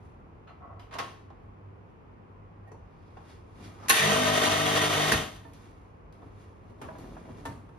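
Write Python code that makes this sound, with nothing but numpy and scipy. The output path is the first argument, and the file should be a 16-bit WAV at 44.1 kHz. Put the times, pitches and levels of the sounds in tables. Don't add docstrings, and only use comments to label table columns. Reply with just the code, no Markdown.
import sys
import numpy as np
from scipy import signal
from scipy.fft import rfft, irfft, next_fast_len
from scipy.io import wavfile

SR = 44100
rng = np.random.default_rng(int(sys.argv[2]) if len(sys.argv) > 2 else 0)


def log_audio(samples):
    frames = np.atleast_2d(samples).T
    limited = np.clip(frames, -1, 1)
    pcm = np.round(limited * 32767).astype(np.int16)
    wavfile.write(sys.argv[1], SR, pcm)


N = 343098
TIME = np.arange(N) / SR
OPEN_S, SHUT_S = 3.9, 5.121
FILL_S, WATER_RISE_S = 0.074, 0.094
# f/Hz, correlation
LIKENESS = [(60, 1), (130, 0.91), (320, 0.84), (640, 0.22), (1100, 0.2), (1900, 0.33), (2700, .38),
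            (3300, 0.45), (4800, 0.34), (5500, 0.27), (6500, 0.55), (7700, 0.9), (9200, .82), (10500, 0.77),
            (11600, 0.83), (12900, 0.65), (14000, 1)]
# f/Hz, width/Hz, level/dB
CASE = [(382.2, 14, 14.5), (448, 26, 16.5), (623, 20, 12.5), (673, 25, 4.5), (756.5, 60, 9.5),
        (990, 31, 11), (1107, 33, 10), (1200, 85, 14), (1356, 82, 9.5), (1548, 42, 14), (1710, 41, 5),
        (1882, 100, 12), (2166, 60, 11.5), (2380, 20, 4), (2552, 68, 9.5), (2816, 76, 10.5),
        (3030, 52, 12.5), (3296, 150, 10), (3630, 76, 9.5), (3780, 46, 6), (4040, 33, 9.5), (4380, 32, 5.5),
        (4610, 87, 6), (5420, 44, 2), (5900, 99, 3.5), (6000, 50, 2.5), (6200, 25, 7.5)]
# f/Hz, level/dB
CLINK_COLOUR = [(300, -7), (1100, 6), (3000, -1), (5000, -14.5), (8000, -24), (15000, -35)]


def from_db(db):
    return 10 ** (np.asarray(db) / 20)


def rms_one(x):
    return x / np.sqrt(np.mean(x ** 2) + 1e-20)


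def at_hz(points, hz):
    points = np.array(points)
    return np.interp(np.log(hz + 1), np.log(points[:, 0]), points[:, 1])


def decay(t, t60):
    return np.exp(-np.log(1000) * t / max(t60, 1e-3))


def held(start_s, rise_s, end_s, t60):
    onset = np.clip((TIME - start_s) / max(rise_s, 1e-3), 0, 1)
    return onset * decay(np.maximum(TIME - end_s, 0), t60)


def sweep(peak_s, swell_s, fade_s):
    before = (peak_s - TIME) / max(swell_s, .01)
    after = (TIME - peak_s) / max(fade_s, .01)
    return from_db(-20 * np.maximum(before, after))


def drift(rate):
    knots = rng.standard_normal(2048)
    return np.interp(TIME * rate, np.arange(len(knots)), knots) * np.sqrt(3 / 2)


def colour(x, spectrum, tilt_db=0, peaks=(), ripple_db=0):
    size = next_fast_len(x.shape[-1])
    hz = np.fft.rfftfreq(size, 1 / SR)
    db = at_hz(spectrum, hz) + tilt_db * np.log2(np.maximum(hz, 200))
    ripple_hz = np.geomspace(500, 16000, 160)
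    db += ripple_db * np.interp(hz, ripple_hz, rng.standard_normal(160), left=0)
    power = 1
    for centre, width, peak_db in peaks:
        power = power + (from_db(peak_db) ** 2 - 1) / (1 + (2 * (hz - centre) / width) ** 2)
    gain = from_db(db) * np.sqrt(np.maximum(power, 1e-3))
    return rms_one(irfft(rfft(x, size) * gain, size)[..., :x.shape[-1]])


def grains(per_s, spread_db):
    sizes = from_db(spread_db * np.minimum(rng.exponential(1, (2, N)), 4))
    sizes = sizes * rng.standard_normal((2, N))
    return rms_one(sizes * (rng.random((2, N)) < per_s / SR))


def blows(rows, spectrum, modes, modes_db, room_db, room_tilt_db, attack_s, peaks=()):
    room_t60_s, ripple_db = 0.49, 3
    out = np.zeros((2, N + SR))
    t = np.arange(SR * 3 // 4) / SR
    for s, db, tilt_db, t60 in rows:
        crash = colour(rng.standard_normal((2, len(t))), spectrum, tilt_db, peaks, ripple_db)
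        tail_tilt_db = tilt_db + room_tilt_db
        tail = colour(rng.standard_normal((2, len(t))), spectrum, tail_tilt_db, peaks, ripple_db)
        rings = 0
        for hz, mode_db, ring_s in modes:
            strength = from_db(mode_db + 2 * rng.standard_normal())
            cycles = hz * t + rng.random((2, 1))
            rings = rings + strength * decay(t, ring_s) * np.sin(2 * np.pi * cycles)
        blow = crash * decay(t, t60) + from_db(room_db) * tail * decay(t, room_t60_s)
        blow = blow + from_db(modes_db) * rings
        onset = 1 - np.exp(-t / max(attack_s, 1e-4))
        start = round(s * SR)
        out[:, start:start + len(t)] += from_db(db) * blow * onset
    return out[:, :N]


def ports(x, likeness):
    # f/Hz, phase/rad
    port_lead = [(300, 0), (1100, .5), (1900, -.6), (3100, .7), (4000, .2), (5000, .6), (5700, -2.2),
                 (6500, -1.9), (7700, -3.2), (9000, -4.4), (10400, -6.2), (11600, -6.35), (12700, -7.4),
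                 (14000, -9.3)]
    size = next_fast_len(N)
    hz = np.fft.rfftfreq(size, 1 / SR)
    alike = np.clip(at_hz(likeness, hz), -.99, .99)
    mid, side = rfft(x, size) * np.sqrt([(1 + alike) / 2, (1 - alike) / 2])
    turn = np.exp(.5j * at_hz(port_lead, hz))
    return irfft(np.array([(mid + side) * turn, (mid - side) / turn]), size)[:, :N]


def kitchen(air_db=-51.5, drone_db=-55.5):
    # f/Hz, level/dB
    room = [(20, -25.5), (30, -15), (42, 2), (62, -5.5), (79, -0.5), (100, -3), (125, -7.5), (155, -5),
            (200, -9), (310, -11), (430, -10), (560, -16.5), (1100, -15.5), (1600, -27), (2500, -31.5),
            (4000, -47), (7000, -54), (15000, -75)]
    drone_band = [(70, -40.5), (92, -4.5), (101, 14.5), (110, -10.0), (140, -61.5)]   # f/Hz, level/dB
    air = colour(rng.standard_normal((2, N)), room)
    drone = colour(rng.standard_normal((2, N)), drone_band)
    return from_db(air_db) * air + from_db(drone_db) * drone


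def cloth(flutter_db=-0.5):
    # peak t/s, brushing level/dB, rumble level/dB, swell/s, fade/s
    strokes = [(0.05, -71.5, -57, 0.17, 0.27), (1.43, -85, -57, 0.11, .2), (1.9, -81, -60, 0.069, 0.074),
               (2.33, -89, -55.5, 0.092, 0.12), (3.17, -74, -74, 0.23, .2), (3.308, -60, -58, 0.16, 0.17),
               (3.65, -54.5, -48, 0.17, 0.31), (3.85, -61.5, -48, 0.17, 0.22), (5.64, -62, -64, 0.4, 0.36),
               (6.24, -71.5, -48, 0.14, 0.19), (6.42, -64, -77, 0.24, 0.3), (6.71, -68.5, -53, 0.15, 0.099),
               (6.86, -60, -43.5, 0.094, 0.2), (7.01, -60, -42.5, 0.24, 0.48),
               (7.14, -62.5, -59, 0.26, 0.48), (7.31, -64, -48, 0.18, 0.22), (7.39, -59.5, -46, 0.1, 0.24),
               (7.49, -73, -47, 0.06, 0.223), (7.78, -70.5, -55, 0.191, 0.18)]
    # f/Hz, level/dB
    fibre_colour = [(100, -18), (1000, -14), (2000, -15), (3500, -20), (6000, -23.5), (9000, -27),
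                    (12000, -32), (15000, -47)]
    # f/Hz, level/dB
    rumble_colour = [(40, 13), (90, 6), (280, 9), (600, -1), (1000, -5), (1800, -24.5), (4000, -38.5),
                     (12000, -44.5)]
    fibres = colour(grains(8000, 0.81), fibre_colour, ripple_db=3) * from_db(flutter_db * drift(26))
    rumble = colour(grains(1200, 2), rumble_colour, ripple_db=2.5) * from_db(1.6 * drift(28))
    brushing, pressing = 0, 0
    for s, brush_db, rumble_db, swell_s, fade_s in strokes:
        speed = sweep(s, swell_s, fade_s)
        brushing = brushing + (from_db(brush_db) * speed) ** 2
        pressing = pressing + (from_db(rumble_db) * speed) ** 2
    return np.sqrt(brushing) * fibres + np.sqrt(pressing) * rumble


def tool_slide():
    # t/s, length/s, level/dB
    pushes = [(0.47, .04, -54.5), (0.601, 0.13, -49), (0.753, 0.099, -61)]
    # f/Hz, width/Hz, level/dB
    slide_peaks = [(710, 76, 11), (1102, 28, 23.5), (1290, 85, 18.5), (1980, 40, 16)]
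    spectrum = [(200, -4), (700, 5), (1300, -6.5), (2200, -20), (6000, -50), (14000, -58)]   # f/Hz, level/dB
    force = sum(from_db(db) * held(s, .026, s + length_s, .34) for s, length_s, db in pushes)
    return force * colour(grains(2500, 0.91), spectrum, peaks=slide_peaks)


def clinks():
    # t/s, level/dB, tilt/(dB per octave), T60/s
    rows = [(.472, -51, -1.5, 0.07), (.489, -53, -2.5, 0.08)]
    # f/Hz, level/dB, T60/s
    modes = [(1303, 3.5, 0.28), (1755, -6, .1), (2783, -8.5, .18), (2988, -8.5, .14), (4129, -10.5, .15),
             (4290, -13, .1), (6476, -24, .12)]
    return blows(rows, CLINK_COLOUR, modes, modes_db=-4, room_db=-7, room_tilt_db=-.5, attack_s=.004)


def tap():
    # t/s, level/dB, tilt/(dB per octave), T60/s
    rows = [(.794, -51, 5, 0.039)]
    # f/Hz, level/dB, T60/s
    modes = [(985, 1, .3), (1986, -6, .2), (2126, -2, .14), (2480, -8, .12), (3106, -4, .14),
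             (4382, -6, .09), (4942, -12, .14)]
    return blows(rows, CLINK_COLOUR, modes, modes_db=-5, room_db=-7, room_tilt_db=-.5, attack_s=.0015)


def tools():
    # t/s, level/dB, tilt/(dB per octave), T60/s
    rows = [(.909, -48.5, 2, 0.3), (.924, -42.5, 3, 0.11), (.937, -41.5, 6.5, 0.11),
            (.950, -37.5, -1, 0.15), (.9845, -32, 8, 0.084), (.990, -31, 3.5, 0.12),
            (.998, -35.5, -3, 0.07)]
    # f/Hz, level/dB
    spectrum = [(100, -4), (400, 4.5), (700, 7.5), (1100, 9), (1600, 0.5), (3000, -6.5), (4500, -14.5),
                (7000, -22.5), (11000, -37), (15000, -50)]
    # f/Hz, level/dB, T60/s
    modes = [(690, 0, 0.3), (791, -5, 0.35), (1088, 7, 0.33), (1270, 4, 0.13), (1600, -10, 0.2),
             (1890, 1, 0.1), (2130, -7, 0.1), (2790, -13, 0.35), (4110, -13, 0.2)]
    return blows(rows, spectrum, modes, modes_db=-11.0, room_db=-7, room_tilt_db=-2.1, attack_s=.002)


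def knocks():
    # t/s, level/dB, tilt/(dB per octave), T60/s
    rows = [(1.301, -46.5, -.8, .07), (3.169, -45, 0, .1), (3.204, -52, 0, .06)]
    # f/Hz, level/dB
    spectrum = [(100, -9), (420, -5), (600, -6), (800, 2), (1400, -10), (3000, -23), (7000, -36),
                (15000, -58)]
    # f/Hz, level/dB, T60/s
    modes = [(447, -6.5, 0.17), (795, 2, 0.13), (835, -5, .14), (1063, -3, 0.12), (1290, -10, .1)]
    return blows(rows, spectrum, modes, modes_db=-4, room_db=-10, room_tilt_db=-.3, attack_s=.0016)


def squeak():
    start_s, length_s, pitch_hz, level_db = 2.662, .035, 1875, -62.5
    slip = from_db(level_db) * held(start_s, .017, start_s + length_s, .17)
    cycles = pitch_hz * TIME + .16 * drift(110) + rng.random((2, 1))
    grit_colour = [(300, -8), (750, 10), (1500, -23), (5000, -27), (14000, -31)]   # f/Hz, level/dB
    grit = colour(grains(2500, 1.3), grit_colour)
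    return slip * (np.sqrt(2) * np.sin(2 * np.pi * cycles) + from_db(4) * grit)


def screen():
    # t/s, level/dB, tilt/(dB per octave), T60/s
    rows = [(2.716, -46, -.7, .09), (2.744, -49, -4, .1)]
    # f/Hz, level/dB
    spectrum = [(100, -2), (430, 1), (680, -4), (950, 1), (1400, -15), (1900, -17), (3500, -31),
                (5000, -31), (5800, -18), (6600, -23), (11000, -34), (15000, -48)]
    # f/Hz, level/dB, T60/s
    modes = [(433, 4.5, 0.19), (593, -3, .12), (898, -5, .14), (1880, -10, .08), (4404, -22, .13),
             (5900, -25, .06)]
    return blows(rows, spectrum, modes, modes_db=-4, room_db=-8.5, room_tilt_db=-0.5, attack_s=.00082)


def rubs():
    # peak t/s, level/dB, swell/s, fade/s
    rows = [(3.07, -73, 0.44, .4), (3.305, -61, .06, 0.14), (3.648, -55, .07, 0.085)]
    # f/Hz, level/dB
    spectrum = [(300, -14), (1000, -8.5), (1650, -1), (3000, -3.5), (5500, -7.5), (8000, -14.5),
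                (14000, -29.5)]
    rubbing = sum(from_db(db) * sweep(s, swell_s, fade_s) for s, db, swell_s, fade_s in rows)
    return rubbing * colour(grains(5000, 1.2), spectrum, ripple_db=3.5)


def button():
    press = from_db(-46.5) * sweep(3.85, .12, .25)
    spectrum = [(200, -6), (700, -1), (1150, 3), (1600, -6), (2600, -17), (6000, -21),
                (14000, -42)]
    return press * colour(grains(3100, 1.5), spectrum, ripple_db=1.2)


def valve():
    # t/s, level/dB, tilt/(dB per octave), T60/s
    rows = [(3.883, -26, 1.5, 0.09), (3.8935, -13, 8, 0.06), (3.8965, -16, -1, .04), (3.899, -13, -1, 0.04),
            (3.9045, -12.5, -1, 0.049), (5.118, -20, -1.5, 0.08), (5.13, -21.5, -3.5, 0.09)]
    # f/Hz, level/dB
    spectrum = [(50, -29.5), (110, -8.5), (300, -5.5), (650, -16), (1100, -7), (1700, -1.5), (2200, -5.5),
                (3000, -4), (5000, -9), (8000, -8), (11000, -7), (15000, -18.5)]
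    # f/Hz, level/dB, T60/s
    modes = [(1095, 3, 0.13), (1503, -2.5, 0.1), (1868, -7, 0.15), (2700, -7, 0.12), (3010, -6.5, .14),
             (4400, -10, .07)]
    # f/Hz, width/Hz, level/dB
    body_peaks = [(790, 53, 14), (1030, 45, 7.5), (1620, 87, 6), (1850, 90, 9.5), (2600, 130, 8.5),
                  (2860, 80, 5), (3500, 110, 1), (3750, 68, 6), (4200, 200, 7.5), (6600, 300, 6.5)]
    return blows(rows, spectrum, modes, modes_db=-11, room_db=-14, room_tilt_db=-.3, attack_s=.0013,
                 peaks=body_peaks)


def valve_song():
    bands = [(1500, -43.0), (1780, -9.5), (1880, -0.5), (2000, -11.0), (2400, -37.5), (3200, -28.0),
             (3620, -9.5), (4100, -34.5), (8000, -62)]
    empty_db, full_db, rise_s, t60_s = -29.5, -40.5, 0.075, 0.55
    sputter_db, sputters_per_s = 3.5, 35
    song = colour(rng.standard_normal((2, N)), bands, ripple_db=-1.0)
    filled_s = OPEN_S + FILL_S + WATER_RISE_S / 2
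    filling = from_db(empty_db) * held(OPEN_S, rise_s, filled_s, t60_s)
    flowing = from_db(full_db) * held(OPEN_S, rise_s, SHUT_S, t60_s)
    return np.maximum(filling, flowing) * from_db(sputter_db * drift(sputters_per_s)) * song


def spray(per_s=9000, spread_db=1.5, surge_db=1.1, wander_db=2):
    # f/Hz, level/dB
    spray_colour = [(60, -6), (200, -0.5), (300, -3.5), (400, -3.5), (700, 2), (1200, -4), (2000, -5),
                    (3400, -6), (4600, -8), (6400, -6.5), (8000, -9.5), (11000, -18.5), (13300, -22.5),
                    (14400, -47)]
    # f/Hz, level/dB
    gush_colour = [(500, -22), (1300, -10), (2300, 0), (2800, -5), (4000, -16), (14000, -50)]
    water_db, sag_db_per_s = -27.5, 1.1
    run_on_s, drain_t60_s = 0.024, 0.5
    steam_db, steam_rise_s, spit_db, spit_t60_s = -32.5, 0.016, -32.5, 1.3
    open_for = np.maximum(TIME - OPEN_S, 0)
    dry_s = SHUT_S + run_on_s
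    blend = np.pi / 4 + .7 * drift(7)
    ripple_a = colour(grains(per_s, spread_db), spray_colour, peaks=CASE, ripple_db=wander_db)
    ripple_b = colour(grains(per_s, spread_db), spray_colour, peaks=CASE, ripple_db=wander_db)
    water = np.cos(blend) * ripple_a + np.sin(blend) * ripple_b
    flow = from_db(water_db - sag_db_per_s * open_for)
    flow = flow * held(OPEN_S + FILL_S, WATER_RISE_S, dry_s, drain_t60_s)
    steam = colour(grains(per_s, spread_db), spray_colour, tilt_db=3.0, peaks=CASE, ripple_db=wander_db)
    escape = from_db(steam_db) + from_db(spit_db) * decay(open_for, spit_t60_s)
    escape = escape * held(OPEN_S, steam_rise_s, dry_s, drain_t60_s)
    gush = colour(grains(per_s, spread_db), gush_colour, ripple_db=wander_db)
    gush = from_db(-29.5) * sweep(3.975, .06, .3) * gush
    return (flow * water + escape * steam + gush) * from_db(surge_db * drift(45))


def pump(stroke_spread=0.1, jitter_s=.00006, rattle_db=-9, stroke_t60=0.067):
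    # t/s, f/Hz
    line_pitch = [(4.06, 189), (4.2, 250), (4.38, 270), (4.68, 301.4), (5.1, 341)]
    # multiple of mains frequency, level/dB at mid-flush, change/(dB per s)
    orders = [(2, -15, 1), (3, -15, 3), (4, -23, 3), (5, -25.5, -1), (6, -27.5, 1), (8, -21.5, 0),
              (9, -14, -2.5), (10, -28, 8), (12, -14.5, -7), (13, -7.5, -7), (14, -18, -2.5), (15, -18, -4),
              (20, -18, -4), (22, -18, 0), (24, -16, -1), (25, -19, 5), (26, -20, -0.5), (37, -19, -4),
              (38, -21, -4), (42, -19, 0), (48, -19, 0), (72, -19, 0)]
    # f/Hz, level/dB
    rattle_colour = [(500, -55), (1100, -7), (1500, -12.5), (3500, 1), (6000, -17), (13200, -10.5),
                     (14400, -39)]
    mains_hz, line_q, line_top_hz = 50.02, 7.5, 325
    pump_db, load_s, rise_s, t60_s = -28.5, 0.069, 0.092, 0.54
    waver_depth, wavers_per_s = .22, 18
    clock = mains_hz * (TIME + jitter_s * drift(8))
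    running = (TIME > OPEN_S) & (TIME < SHUT_S + t60_s)
    line_hz = np.interp(TIME[running], *np.transpose(line_pitch))
    from_middle_s = np.minimum(TIME[running], SHUT_S) - (OPEN_S + SHUT_S) / 2
    hum = np.zeros((2, N))
    for order, db, db_per_s in orders:
        hz = order * mains_hz
        path = np.exp(2j * np.pi * rng.random())
        if hz < line_top_hz:
            path = 1 / (1 - (hz / line_hz) ** 2 + 1j * hz / line_hz / line_q)
        apart = np.arccos(np.clip(at_hz(LIKENESS, hz), -1, 1)) / 2
        phase = 2 * np.pi * order * clock[running] + apart * np.array([[1], [-1]])
        waver = (drift(wavers_per_s) + 1j * drift(wavers_per_s))[running]
        gain = from_db(db + db_per_s * from_middle_s) * (1 + waver_depth * waver)
        hum[:, running] += np.sqrt(2) * np.real(gain * path * np.exp(1j * phase))
    strokes = np.diff(np.floor(clock), prepend=0).clip(0, 1) * (1 + stroke_spread * drift(40))
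    t = np.arange(SR // 10) / SR
    knock = rng.standard_normal((2, len(t))) * decay(t, stroke_t60)
    rattle = signal.fftconvolve(strokes[None], knock, axes=1)[:, :N]
    rattle = colour(rattle, rattle_colour, peaks=CASE)
    load = held(OPEN_S + load_s, rise_s, SHUT_S, t60_s)
    return from_db(pump_db) * load * (hum + from_db(rattle_db) * ports(rattle, LIKENESS))


def latch():
    # t/s, level/dB, tilt/(dB per octave), T60/s
    rows = [(5.119, -20.5, .5, .065)]
    # f/Hz, level/dB
    spectrum = [(1000, 0), (1850, 17), (2400, -10), (3050, -8), (3500, -12), (4700, 8), (5450, 3),
                (6200, -17), (8000, -12), (9700, -1.5), (12000, -26), (15000, -18)]
    return blows(rows, spectrum, [], modes_db=0, room_db=-9.5, room_tilt_db=-12.0, attack_s=.00071)


def thumps():
    # t/s, level/dB, tilt/(dB per octave), T60/s
    rows = [(5.126, -29, 1, .17), (5.205, -32, 4.5, .12), (5.536, -51, -1, 0.14), (6.262, -51, 4, .15),
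            (7.288, -43, -8, 0.41), (7.47, -40, -5, 0.41)]
    # f/Hz, level/dB
    spectrum = [(50, -16), (90, 3), (160, -3), (240, 3), (330, -4), (600, -16), (1500, -34), (15000, -75)]
    return blows(rows, spectrum, [], modes_db=0, room_db=-14, room_tilt_db=0, attack_s=.004)


def drips():
    # t/s, level/dB, tilt/(dB per octave), T60/s
    rows = [(5.348, -53, -4, 0.035), (5.363, -49, -3, 0.029), (5.468, -65, 11, 0.016),
            (5.482, -71, -3, .02), (5.534, -56, 1.5, .04), (6.125, -59.5, -1.5, 0.019),
            (6.815, -46, -11, 0.015), (6.984, -56, 3, 0.026)]
    # f/Hz, level/dB
    spectrum = [(500, -14.5), (2000, -2.5), (5000, 0), (11000, -2.5), (15000, -7)]
    return blows(rows, spectrum, [], modes_db=0, room_db=-5.5, room_tilt_db=-5.0, attack_s=.00044)


def tray():
    # t/s, level/dB, tilt/(dB per octave), T60/s
    rows = [(5.449, -45.5, -3, 0.07), (6.218, -52, -2.5, 0.17), (6.814, -40, 4.5, 0.12),
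            (6.838, -43.5, 2, 0.087), (7.4525, -34, 6, 0.087), (7.468, -47, -2, 0.15),
            (7.59, -64, -2, 0.05), (7.688, -57.5, 3.5, .07)]
    # f/Hz, level/dB
    spectrum = [(80, -43), (250, -11), (500, -1), (1000, -1), (1700, -12.5), (3500, -26.5), (5000, -33),
                (8000, -35.5), (15000, -53)]
    # f/Hz, level/dB, T60/s
    modes = [(118.7, 1, 0.72), (280, -0.5, 0.53), (461, 2, 0.13), (657, -4, 0.35), (920, 2.5, 0.29),
             (1340, 2, 0.092), (1780, -1, 0.18), (3530, -10.5, 0.09)]
    return blows(rows, spectrum, modes, modes_db=-9, room_db=-10, room_tilt_db=-.8, attack_s=.002)


def wand():
    # t/s, level/dB, tilt/(dB per octave), T60/s
    rows = [(6.8845, -37, -1, .085), (6.951, -43.5, -1, .06), (7.040, -48, -3, .05), (7.166, -44, 0, .09),
            (7.252, -51, 3, .05), (7.286, -48, -2, .07)]
    # f/Hz, level/dB
    spectrum = [(150, -27), (450, -2), (700, 5.5), (1050, 1), (1650, -6), (2100, -14), (3000, -21),
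                (6000, -45), (15000, -55)]
    # f/Hz, level/dB, T60/s
    modes = [(640, 2, 0.22), (757, -6.5, 0.055), (987, -1, 0.22), (1350, -18, .15), (1650, -8, 0.12)]
    return blows(rows, spectrum, modes, modes_db=-6, room_db=-12, room_tilt_db=-1, attack_s=.0015)


def scene():
    # f/Hz, left minus right level/dB
    machine_side = [(100, 1.5), (250, -3), (400, -2), (650, 6), (1300, 1), (2400, 0.5), (15000, 0)]
    # f/Hz, correlation
    room_likeness = [(50, 1), (130, 0.9), (300, 0.42), (650, -0.013), (1200, -0.4), (1600, -.1),
                     (2300, .15), (3500, -0.24), (4800, .3), (6000, 0.43), (7900, 0.73), (11000, .7)]
    size = next_fast_len(N)
    side_db = at_hz(machine_side, np.fft.rfftfreq(size, 1 / SR)) * [[.5], [-.5]]
    machine = pump() + ports(spray() + valve_song() + latch(), LIKENESS)
    machine = irfft(rfft(machine, size) * from_db(side_db), size)[:, :N]
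    friction = cloth() + tool_slide() + squeak() + rubs() + button()
    impacts = clinks() + tap() + tools() + knocks() + screen() + valve()
    impacts = impacts + thumps() + drips() + tray() + wand()
    return machine + ports(friction + impacts, LIKENESS) + ports(kitchen(), room_likeness)


def record(dry):
    cutoff_hz = 15800
    dry = signal.sosfilt(signal.butter(8, 40, "high", fs=SR, output="sos"), dry)
    return signal.sosfilt(signal.cheby2(14, 70, cutoff_hz + 700, fs=SR, output="sos"), dry)


dry = scene()
out = record(dry)
log_audio(out)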